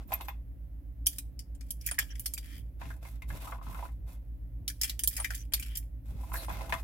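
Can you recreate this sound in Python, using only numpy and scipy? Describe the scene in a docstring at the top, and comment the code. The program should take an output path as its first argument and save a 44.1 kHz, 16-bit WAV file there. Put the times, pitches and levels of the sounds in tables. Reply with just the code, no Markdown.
"""Small brass cartridges are pressed into a steel magazine held in a plastic loader: close snaps and scrapes.
Behind, fingers rub and knock in a cardboard box as they pick out rounds, and the brass cases clink.
Hits are noise bursts through body resonances, friction is a stream of stick-slips, clinks are sine modes.
Scrapes, and one low hollow knock of the loader, are noise through narrow peak filters.
Two motors beat against each other in the small room, as steady hum tones over air noise and low bumps."""
import sys
import numpy as np
from scipy import signal
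from scipy.fft import rfft, irfft, next_fast_len
from scipy.io import wavfile
from scipy.ndimage import uniform_filter1d

SR = 44100
rng = np.random.default_rng(int(sys.argv[2]) if len(sys.argv) > 2 else 0)


def transcribe(u):
    """Save the signal u as a 16-bit wav file named by the first command-line argument.

    u: samples, shape (n,) or (channels, n), limited to [-1, 1]; the rate is SR.
    q: integer samples, one column per channel.
    """
    v = np.clip(np.atleast_2d(u).T, -1, 1)
    q = np.round(v * 32767).astype(np.int16)
    wavfile.write(sys.argv[1], SR, q)


N = 301203

# Levels in the event tables are relative: each layer adds its own gain.
# snaps of round, feed lips and loader: start_s, level_db, tilt_db_per_octave (hardness), pitch_hz, boost_db
SNAPS = [(1.0611, -37.5, 2, 5200, 17.5), (1.0672, -21.5, 5.5, 3120, 10), (1.1842, -33, 1, 3300, 6.5),
         (1.392, -42, -0.5, 4940, 6), (1.55, -56, -2.5, 8060, 5.5), (1.6091, -48.5, -3, 4270, 5.5),
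         (1.7062, -34.5, 5.5, 2840, 8), (1.8119, -50, 2, 4340, 11.5), (1.863, -32.5, 8, 2330, 21),
         (1.8734, -34, 1, 1780, 17.5), (1.8875, -37.5, -2.5, 1860, 22), (1.9124, -35, -9, 9600, 17.5),
         (1.943, -45.5, -4, 1897, 12.5), (1.988, -20.5, -1.5, 1714, 17.5), (1.9946, -30, -7, 1660, 3),
         (2.025, -46.5, -6, 3160, 11), (2.155, -48, -3.3, 2110, 12), (2.196, -38, 5, 1500, 7.5),
         (2.2595, -29, -0.5, 4490, 10), (2.3368, -33, 4, 1450, 5), (2.378, -34.5, -1.5, 2510, 2.5),
         (4.6792, -28, 0, 3730, 11.5), (4.699, -37.5, -2, 1680, 14.5), (4.814, -27, 2, 5500, 8.5),
         (4.8333, -25.5, 0, 1980, 6), (4.8421, -27.5, -1, 1770, 11.5), (4.8787, -42, 0, 4810, 7),
         (4.896, -30.5, -1, 3900, 12), (4.9931, -28, 1.5, 1740, 4.5), (5.036, -28, 0, 9300, 12),
         (5.0745, -25, 7.5, 4150, 7), (5.1665, -29.5, 1, 1890, 12), (5.179, -40.5, -6.5, 1820, 16),
         (5.1999, -40.5, -10, 9400, 26.5), (5.2452, -28, -3.5, 1860, 20), (5.3052, -37.5, -7, 1570, 13),
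         (5.349, -36, 2.5, 1550, 6), (5.5222, -46, -8, 10250, 13), (5.5363, -21.5, -2, 4270, 9.5),
         (5.5969, -39, 6, 2260, 25), (5.6256, -37.5, -3.5, 2870, 11), (5.663, -44, -2, 7000, -16),
         (5.7541, -35, -1, 2590, 1.5), (5.7719, -33.5, 5, 3780, 3)]
# strokes of brass and fingers along the magazine: start_s, end_s, level_db, brightness_db_per_band, swell_db
SLIDES = [(1.10, 1.165, -63, 20, -3.5), (1.63, 1.70, -71.5, 11, 2), (1.81, 1.95, -62.5, 6, 6.5),
          (2.03, 2.16, -64.5, 7, 11), (2.21, 2.33, -67.5, 14, 1), (2.435, 2.58, -57, 2.5, -2.5),
          (4.71, 4.80, -72.5, 16, -4), (4.82, 4.89, -52, 1, 5.5), (5.11, 5.23, -52, 8.5, 3.5),
          (5.31, 5.43, -56, 6, -10.5), (5.56, 5.79, -59, 3.5, -5)]
# scrapes that catch on one resonance, and at 5.178 s a low hollow knock of the loader, made the same way:
# start_s, end_s, pitch_hz, width_hz (half of each filter's), level_db
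SCRAPES_AND_LOADER_KNOCK = [(0.116, 0.148, 810, 257, -37.5), (0.199, 0.218, 930, 260, -43),
                            (1.09, 1.17, 3400, 250, -63), (1.802, 1.95, 2400, 220, -60),
                            (1.982, 1.993, 1890, 350, -25), (1.985, 2.037, 3180, 300, -41),
                            (2.10, 2.132, 5730, 450, -48.5), (2.083, 2.14, 3060, 200, -54),
                            (2.093, 2.144, 1790, 250, -52), (2.259, 2.288, 4300, 250, -48),
                            (2.367, 2.388, 2450, 200, -47), (2.447, 2.635, 3220, 200, -59.5),
                            (2.9, 2.925, 1740, 180, -51.5), (5.178, 5.233, 845, 258, -43.5),
                            (5.15, 5.292, 1950, 347, -56), (5.368, 5.437, 6020, 280, -49.5),
                            (5.681, 5.78, 3070, 250, -53), (6.357, 6.432, 4140, 300, -45.5),
                            (6.531, 6.58, 2180, 120, -52)]
# resonances of magazine and loader: pitch_hz, width_hz, boost_db
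MAGAZINE = [(1640, 110, 1.5), (1870, 260, 3), (2058, 210, 3), (2370, 140, 9.5), (3200, 440, 8.5),
            (4730, 99, 9), (5100, 170, 3), (5560, 1300, 7), (7350, 120, 8), (9470, 98.3, 2.5),
            (10660, 240, 1)]
# colour that all snaps share: frequency_hz, density_db_per_hz
SNAP_COLOUR = [(500, -12.5), (1000, -14), (1500, -6.5), (2600, -3), (4000, -3.5), (6500, 2.5), (9500, 8.5),
               (12000, 9.5), (15500, 2.5)]
# colour of friction on the magazine: frequency_hz, density_db_per_hz
SLIDE_COLOUR = [(500, -21.5), (1200, 0), (1900, 4), (3200, -3.5), (4500, -8), (6500, -6), (10000, 3),
                (16000, 0)]
# edges of the bands of magazine friction: edge_hz
SLIDE_BANDS = [1300, 4000, 16000]
# brass cases set ringing, in the box or as they seat: start_s, level_db, pitch_hz, spread_hz, t60_s
CLINKS = [(0.076, -50, 13600, 350, 0.11), (0.122, -45, 13800, 350, .06), (0.137, -17.5, 12980, 260, 0.06),
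          (0.213, -40, 13200, 350, 0.15), (0.278, -43, 13600, 350, .09), (0.286, -34, 13400, 350, .07),
          (2.258, -25, 11200, 397, 0.088), (5.536, -23, 11750, 450, 0.068),
          (6.339, -33.5, 13200, 900, 0.043), (6.368, -42.5, 13300, 2600, 0.17),
          (6.374, -48.5, 9600, 400, 0.46), (6.524, -44, 13900, 400, 0.12)]
# modes of the brass cases: pitch_hz, level_db
BRASS = [(9590, 9.5), (9950, -21), (11100, -5), (11600, 3.5), (11800, 6), (12170, -10.5), (12820, 0.5),
         (13230, 0.5), (13330, -26.5), (13790, 4.5), (14050, -7)]
# knocks of fingers and rounds on the box: start_s, level_db, tilt_db_per_octave (hardness), pitch_hz, boost_db
KNOCKS = [(0.106, -45, -10, 1120, 2), (0.12, -30, 2.5, 785, 11), (0.13, -30, 4.5, 2320, 6.5),
          (0.209, -33, 3.5, 830, 2.5), (0.284, -29.5, 1.5, 1640, 7), (2.814, -34.5, -1.5, 1700, 9),
          (2.855, -47, 2, 2000, 10), (2.904, -44.5, -1.5, 1620, 24.5), (3.051, -42.5, -3, 2050, 9),
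          (3.221, -39.5, 3, 2060, 8.5), (3.302, -40, 1.5, 1650, 18.5), (3.474, -39.5, 1, 1310, 19.5),
          (3.522, -33.5, -3.5, 1430, 12.5), (3.584, -50.5, -5, 1210, 13), (3.613, -48.5, -8, 1270, 19.5),
          (3.71, -43, 1, 1130, 10), (3.746, -39.5, 0, 1400, 15), (3.789, -39, -4.5, 1330, 6),
          (3.826, -42, -4.5, 885, 13.5), (3.857, -54, -5, 1510, 22), (6.318, -40, -0.5, 1320, 15),
          (6.34, -32.5, -3.5, 1590, 15), (6.355, -38.5, 1, 1720, 18), (6.4825, -37, -7, 990, 6.5),
          (6.501, -34.5, -4, 1600, 11), (6.608, -35, -2, 1650, 6.5), (6.695, -34, 3.5, 866, 10),
          (6.724, -19.5, 0, 1700, 10), (6.738, -29, 3.5, 1430, 12)]
# loose rounds tumbling under the fingers: start_s, end_s, tick_level_db, pitch_hz
TUMBLES = [(3.43, 3.57, -46, 1270), (3.641, 3.89, -45.5, 1240), (6.195, 6.42, -55.5, 990),
           (6.521, 6.803, -52.5, 1080)]
# strokes of the fingers searching the box: start_s, end_s, level_db, brightness_db_per_band, swell_db
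RUMMAGE = [(0.0, 0.025, -66.5, -5.5, -1), (0.09, 0.27, -64.5, 0.5, -2.5), (2.81, 2.94, -61.5, 1.5, -8),
           (3.03, 3.16, -67, 3, -7), (3.29, 3.375, -58, 2, 8), (3.41, 3.54, -60.5, 1.5, -5),
           (3.63, 3.87, -62.5, 1.5, 1), (4.08, 4.16, -65, 0.5, -7.5), (6.06, 6.31, -66.5, 0.5, 11),
           (6.34, 6.44, -52, 4, -2), (6.49, 6.80, -56, -3, -5)]
# resonances of the box: pitch_hz, width_hz, boost_db
BOX = [(669, 21, 10), (811, 68, 7.5), (988, 37, 4.5), (1050, 135, 6.5), (1257, 56, 1), (1486, 240, 2.5),
       (2098, 94, 10.5), (2570, 270, 8.5), (3420, 36, 9.5), (3720, 36, 9), (5000, 35, -11)]
# colour that all knocks share: frequency_hz, density_db_per_hz
KNOCK_COLOUR = [(500, 5), (700, 7.5), (1050, 9.5), (1500, -1), (2100, -1), (2700, -3), (3500, -5),
                (4700, -11), (8500, -15.5), (12500, -12.5), (15500, -25)]
# colour of friction in the box: frequency_hz, density_db_per_hz
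RUMMAGE_COLOUR = [(220, 7), (300, 16.5), (400, -0.5), (560, 10), (800, 4), (1300, -4.5), (1900, -14),
                  (3500, -16.5), (4800, -17.5), (8000, -13.5), (13000, -7), (16000, -14)]
# edges of the bands of box friction: edge_hz
RUMMAGE_BANDS = [260, 1700, 5000, 16000]
# dull bumps of the moving hands and arms: peak_s, level_db
BUMPS = [(0.09, -46.5), (1.8, -57), (2.59, -46.5), (2.869, -42.5), (3.34, -39), (3.699, -42), (4.03, -46),
         (4.62, -44.5), (6.15, -39.5), (6.329, -44), (6.52, -41), (6.74, -41)]
# tones of the motors' hum: pitch_hz
MOTOR_HZ = [51.026, 58.911, 115.13, 119.95, 172.68]
# rms of each hum tone halfway through, before panning: level_db
MOTOR_DB = [-44.5, -44.5, -59, -73, -69]
# colour of room air and microphone hiss: frequency_hz, density_db_per_hz
AIR = [(20, -16), (45, -3), (55, 12.5), (75, -9), (120, -6.5), (155, -26), (215, -21.5), (280, -9.5),
       (390, -34.5), (540, -27), (1150, -45), (1900, -42.5), (4200, -54), (8000, -57), (12500, -43),
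       (16000, -45.5)]
# what the two microphones share: frequency_hz, likeness (0 unrelated, 1 identical)
LIKENESS = [(50, 0.76), (150, 0.83), (300, 0.81), (700, 0.72), (1200, 0.21), (2000, 0.17), (4000, 0.035),
            (8000, 0.034)]
# how the two microphones hear the table top: frequency_hz, left_minus_right_db
BALANCE = [(550, -9), (850, -3), (1300, 2), (2300, 2.5), (5000, 3.5), (9000, -0.5), (13000, -7)]

TIME = np.arange(N) / SR
CUTOFF_HZ = 15900
HIT_SAMPLES = 8192
HIT_TIME = np.arange(HIT_SAMPLES) / SR
DIE_AWAY = np.linspace(1, 0, HIT_SAMPLES)  # contact and friction rings end in silence
PADDED = next_fast_len(N + HIT_SAMPLES, True)
SNAP_PIVOT_HZ, KNOCK_PIVOT_HZ = 6000, 1500  # where the hardness tilt is neutral
SLIP_DB, FLUTTER_DB = 5.5, 2.2
WANDER_DB, WANDERS_PER_S = 2.4, 28
STROKE_TAIL_DB, STROKE_TAIL_S = -15.5, 0.062  # the room lingers after each stroke
KNOCK_ATTACK_S, TUMBLE_ROOM_DB = .0009, -15
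TUMBLES_PER_S = 59  # one over the median gap
HUM_RISE_DB_PER_S = 0.6
AIR_DB = -49  # before panning
GRIP_DB = -55.5  # the steady stir of the holding hand
BUMP_FADE_DB_PER_S = 155  # either side of a bump


def contacts(rows, colour, pivot_hz, modes, gain_db, crack_s, crack_db, ring_t60, room_db, room_t60,
             low_hz, lumpy_db, uneven_db, attack_s, favoured_octaves, pan_db):
    """Each contact: a hard crack, a thicket of rattles and reflections, a faint room tail; coloured by the body."""
    out, hz = np.zeros((2, N)), bins(HIT_SAMPLES)
    low_cut = 1 / np.sqrt(1 + (low_hz / (hz + 1)) ** 8)
    body = from_db(at_hz(colour, hz) + resonances(modes, hz)) * low_cut
    octaves = np.log2(np.clip(hz, colour[0][0], CUTOFF_HZ) / pivot_hz)
    crack = from_db(crack_db) * np.exp(-HIT_TIME / crack_s)
    room = from_db(room_db - 60 * HIT_TIME / room_t60)
    ring = from_db(-60 * HIT_TIME / ring_t60) + room
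    onset = 1 - np.exp(-HIT_TIME / attack_s)
    balance = pan(at_hz(BALANCE, hz) + pan_db)
    for start_s, level_db, tilt_db, pitch_hz, boost_db in rows:
        white = rng.standard_normal((2, HIT_SAMPLES))
        # reflections arrive in clumps about a millisecond long
        clumps = from_db(lumpy_db * np.repeat(rng.standard_normal(HIT_SAMPLES // 32), 32))
        burst = white * (crack + ring * clumps * onset)
        burst = burst / np.sqrt(np.sum(burst ** 2) / SR)
        # every point of contact favours one broad resonance and its own set of narrow ones
        distance = np.log2((hz + 1) / pitch_hz) / favoured_octaves
        favoured_db = boost_db / (1 + distance ** 2) ** 2
        spot_db = uneven_db * np.interp(hz, np.linspace(0, SR / 2, 90), rng.standard_normal(90))
        response = causal(body * from_db(tilt_db * octaves + favoured_db + spot_db))
        sound = irfft(two_ports(burst) * response * balance)
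        add(out, start_s, from_db(level_db + gain_db) * sound * DIE_AWAY)
    return out


def friction(strokes, edges, colour, modes, gain_db, slips_per_s, smooth, ring_t60, attack_s, release_s):
    """Tiny stick-slips of uneven size under a fluttering pressure, each ringing briefly in the body."""
    hz = bins(PADDED)
    sizes = from_db(SLIP_DB * np.minimum(rng.exponential(1, N), 2)) * rng.choice([-1, 1], N)
    slips = rms_one(sizes * (rng.random(N) < slips_per_s / SR))
    slips = slips * from_db(FLUTTER_DB * drift(60))
    # the point of contact wanders between four spots, each with a ring of its own
    spots = np.exp(1.5 * np.array([drift(18) for _ in range(4)]))
    ring_balance = pan(at_hz(BALANCE, bins(HIT_SAMPLES)))
    ringing = 0
    for share in spots / np.sqrt(np.sum(spots ** 2, axis=0)):
        ring = rng.standard_normal((2, HIT_SAMPLES)) * from_db(-60 * HIT_TIME / ring_t60)
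        ring = irfft(two_ports(ring) * ring_balance) * DIE_AWAY
        ringing = ringing + rfft(slips * share, PADDED) * rfft(ring, PADDED)
    # skin brushes smoothly between the slips
    brush = two_ports(rng.standard_normal((2, PADDED))) * pan(at_hz(BALANCE, hz))
    rubbing = ringing / np.std(ringing) + smooth * brush / np.std(brush)
    rubbing = rubbing * from_db(at_hz(colour, hz) + resonances(modes, hz))
    out, middle = 0, (len(edges) - 2) / 2
    for k, (low, high) in enumerate(zip(edges, edges[1:])):
        band = 1 / np.sqrt((1 + (low / (hz + 1)) ** 8) * (1 + (hz / high) ** 8))
        # the colour shifts as the fingers change their grip
        wander = from_db(WANDER_DB * drift(WANDERS_PER_S))
        out = out + pressure(strokes, k - middle, attack_s, release_s) * wander * coloured(rubbing, band)
    return from_db(gain_db) * out


def pressure(strokes, bands_up, attack_s, release_s):
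    """Gain of one band: strokes set in, swell or sag, and let go; bright strokes favour the upper bands."""
    power = 0
    for start_s, end_s, level_db, bright_db, swell_db in strokes:
        progress = np.clip((TIME - start_s) / (end_s - start_s), 0, 1)
        before, after = np.clip(start_s - TIME, 0, 1), np.clip(TIME - end_s, 0, 1)
        tail = from_db(STROKE_TAIL_DB) * np.exp(-after / STROKE_TAIL_S)
        gate = np.exp(-before / attack_s) * (np.exp(-after / release_s) + tail)
        stroke_db = level_db + bright_db * bands_up + swell_db * (progress - .5)
        power = power + (from_db(stroke_db) * gate) ** 2
    return np.sqrt(power)


def scrapes_and_loader_knock(gain_db):
    """A sliding edge, or once a hollow knock, sounds one resonance: noise through two equal peak filters."""
    out = np.zeros((2, N))
    for start_s, end_s, pitch_hz, width_hz, level_db in SCRAPES_AND_LOADER_KNOCK:
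        swell = signal.windows.tukey(max(int((end_s - start_s) * SR), 2), .5)
        b, a = signal.iirpeak(pitch_hz, pitch_hz / (2 * width_hz), fs=SR)
        grains = rng.standard_normal((2, HIT_SAMPLES * 2))[:, :len(swell)]
        resonance = rms_one(signal.lfilter(b, a, signal.lfilter(b, a, grains)))
        add(out, start_s, from_db(level_db + gain_db) * swell * resonance)
    return out


def clinks(gain_db, scatter):
    """Brass cases ring in high sine modes, strongest near a favoured pitch; reflections roughen each ring."""
    out = np.zeros((2, N))
    onset = 1 - np.exp(-HIT_TIME / 0.00062)
    for start_s, level_db, pitch_hz, spread_hz, t60_s in CLINKS:
        ring = 0
        for mode_hz, mode_db in BRASS:
            phase = rng.uniform(0, 2 * np.pi, (2, 1))
            rough = rms_one(uniform_filter1d(rng.standard_normal((2, HIT_SAMPLES)), size=120))
            weight = from_db(mode_db) / (1 + ((mode_hz - pitch_hz) / spread_hz) ** 2)
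            ring = ring + weight * np.sin(2 * np.pi * mode_hz * HIT_TIME + phase) * (1 + scatter * rough)
        add(out, start_s, from_db(level_db + gain_db - 60 * HIT_TIME / t60_s) * onset * ring)
    return out


def tumbling(spread_db, tilt_db, boost_db, spread_octaves):
    """Rows of small knocks, unevenly spaced, as rounds roll over on the cardboard."""
    rows = []
    for start_s, end_s, tick_db, pitch_hz in TUMBLES:
        chance = rng.standard_normal((64, 3))
        times = start_s + np.cumsum(np.exp(.5 * chance[:, 0])) / TUMBLES_PER_S
        for s, (_, size, pitch) in zip(times, np.clip(chance, -2, 2)):
            if s < end_s:
                tick_hz = pitch_hz * 2 ** (spread_octaves * pitch)
                rows.append((s, tick_db + spread_db * size, tilt_db, tick_hz, boost_db))
    return rows


def background(handling_hz, pan_db):
    """Motor hum that slowly grows, room air, and the low bumping of the hands as shaped noise."""
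    return (motors() + room_air() + hand_bumps(handling_hz)) * pan(pan_db)


def motors():
    """Steady tones, close enough in pitch to beat, under a slow rise in level."""
    hum = sum(from_db(level_db) * np.sqrt(2) * np.cos(2 * np.pi * pitch_hz * TIME)
              for pitch_hz, level_db in zip(MOTOR_HZ, MOTOR_DB))
    return hum * from_db(HUM_RISE_DB_PER_S * (TIME - TIME.mean()))


def room_air():
    """Room air and microphone hiss: steady noise with a fixed colour."""
    noise = two_ports(rng.standard_normal((2, PADDED)))
    return from_db(AIR_DB) * coloured(noise, from_db(at_hz(AIR, bins(PADDED))))


def hand_bumps(handling_hz):
    """Low noise that swells and fades around each bump, over the constant stir of the grip."""
    ratio = bins(PADDED) / handling_hz
    thud = ratio ** 2 / (1 + ratio ** 4.41)
    bump_power = sum(from_db(level_db - BUMP_FADE_DB_PER_S * abs(TIME - peak_s)) ** 2
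                     for peak_s, level_db in BUMPS)
    movement = np.sqrt(from_db(GRIP_DB) ** 2 + bump_power)
    return movement * coloured(two_ports(rng.standard_normal((2, PADDED))), thud)


def from_db(db):
    """Decibels to gain."""
    return 10 ** (np.asarray(db) / 20)


def rms_one(x):
    """Scale to unit rms."""
    return x / np.sqrt(np.mean(x ** 2) + 1e-20)


def at_hz(points, hz):
    """Read a spectrum along a log-frequency axis."""
    known_hz, values = np.transpose(points)
    return np.interp(np.log(hz + 1), np.log(known_hz), values)


def bins(size):
    """Frequencies of a real transform."""
    return np.fft.rfftfreq(size, 1 / SR)


def drift(rate):
    """Random wandering of unit rms, through a given number of knots per second."""
    knots = rng.standard_normal(int(N / SR * rate) + 2)
    return rms_one(np.interp(TIME * rate, np.arange(len(knots)), knots))


def resonances(modes, hz):
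    """Peaks and dips in dB that a body gives to whatever excites it."""
    return sum(db / (1 + (2 * (hz - centre) / width) ** 2) for centre, width, db in modes)


def causal(gain):
    """Minimum-phase response with this gain: nothing sounds early."""
    cepstrum = irfft(np.log(gain + 1e-9))
    half = len(cepstrum) // 2
    folded = np.r_[cepstrum[0], 2 * cepstrum[1:half], cepstrum[half]]
    return np.exp(rfft(folded, 2 * half))


def pan(db):
    """Left and right gains for a level difference."""
    return from_db(np.array([[.5], [-.5]]) * db)


def two_ports(pair):
    """Spectra of two unrelated signals, blended so that the bass is shared by both microphones."""
    alike = np.clip(at_hz(LIKENESS, bins(pair.shape[1])), -1, 1)
    mid, side = rfft(pair)
    return np.sqrt(1 + alike) * mid + np.sqrt(1 - alike) * side * [[1], [-1]]


def coloured(spectra, gain):
    """Filter a long stereo excitation; unit rms."""
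    return rms_one(irfft(spectra * gain)[:, :N])


def add(out, s, sound):
    """Mix a sound in at a time."""
    start = max(int(s * SR), 0)
    out[:, start:start + sound.shape[1]] += sound[:, :N - start]


def scene():
    """The magazine close by, the box behind it, the room around."""
    snaps = contacts(SNAPS, SNAP_COLOUR, SNAP_PIVOT_HZ, MAGAZINE, gain_db=-29.0, crack_s=0.00049,
                     crack_db=4.5, ring_t60=0.06, room_db=-23.0, room_t60=0.4, low_hz=761, lumpy_db=2,
                     uneven_db=4.5, attack_s=0.00079, favoured_octaves=0.37, pan_db=1.0)
    slides = friction(SLIDES, SLIDE_BANDS, SLIDE_COLOUR, MAGAZINE, gain_db=-3.0, slips_per_s=370,
                      smooth=.7, ring_t60=0.015, attack_s=.008, release_s=0.022)
    knocks = contacts(KNOCKS, KNOCK_COLOUR, KNOCK_PIVOT_HZ, BOX, gain_db=-27.5, crack_s=0.00098,
                      crack_db=4.5, ring_t60=0.073, room_db=-15, room_t60=0.33, low_hz=550, lumpy_db=2.5,
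                      uneven_db=2.0, attack_s=KNOCK_ATTACK_S, favoured_octaves=0.41, pan_db=1)
    ticks = tumbling(spread_db=5, tilt_db=-4, boost_db=9, spread_octaves=0.26)
    tumbles = contacts(ticks, KNOCK_COLOUR, KNOCK_PIVOT_HZ, BOX, gain_db=-32.5, crack_s=0.0012,
                       crack_db=3, ring_t60=0.052, room_db=TUMBLE_ROOM_DB, room_t60=0.2, low_hz=663,
                       lumpy_db=-2.5, uneven_db=1, attack_s=0.0011, favoured_octaves=0.55, pan_db=5)
    rummage = friction(RUMMAGE, RUMMAGE_BANDS, RUMMAGE_COLOUR, BOX, gain_db=-.5, slips_per_s=320,
                       smooth=1.0, ring_t60=0.034, attack_s=0.0074, release_s=0.02)
    handled = snaps + slides + knocks + tumbles + rummage
    resonant = scrapes_and_loader_knock(gain_db=-5.5) + clinks(gain_db=-6.5, scatter=1.0)
    return handled + resonant + background(handling_hz=76.2, pan_db=-1.6)


def record(dry):
    """The top is cut steeply."""
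    return signal.sosfilt(signal.ellip(10, .1, 70, CUTOFF_HZ, fs=SR, output="sos"), dry)


dry = scene()
out = record(dry)
transcribe(out)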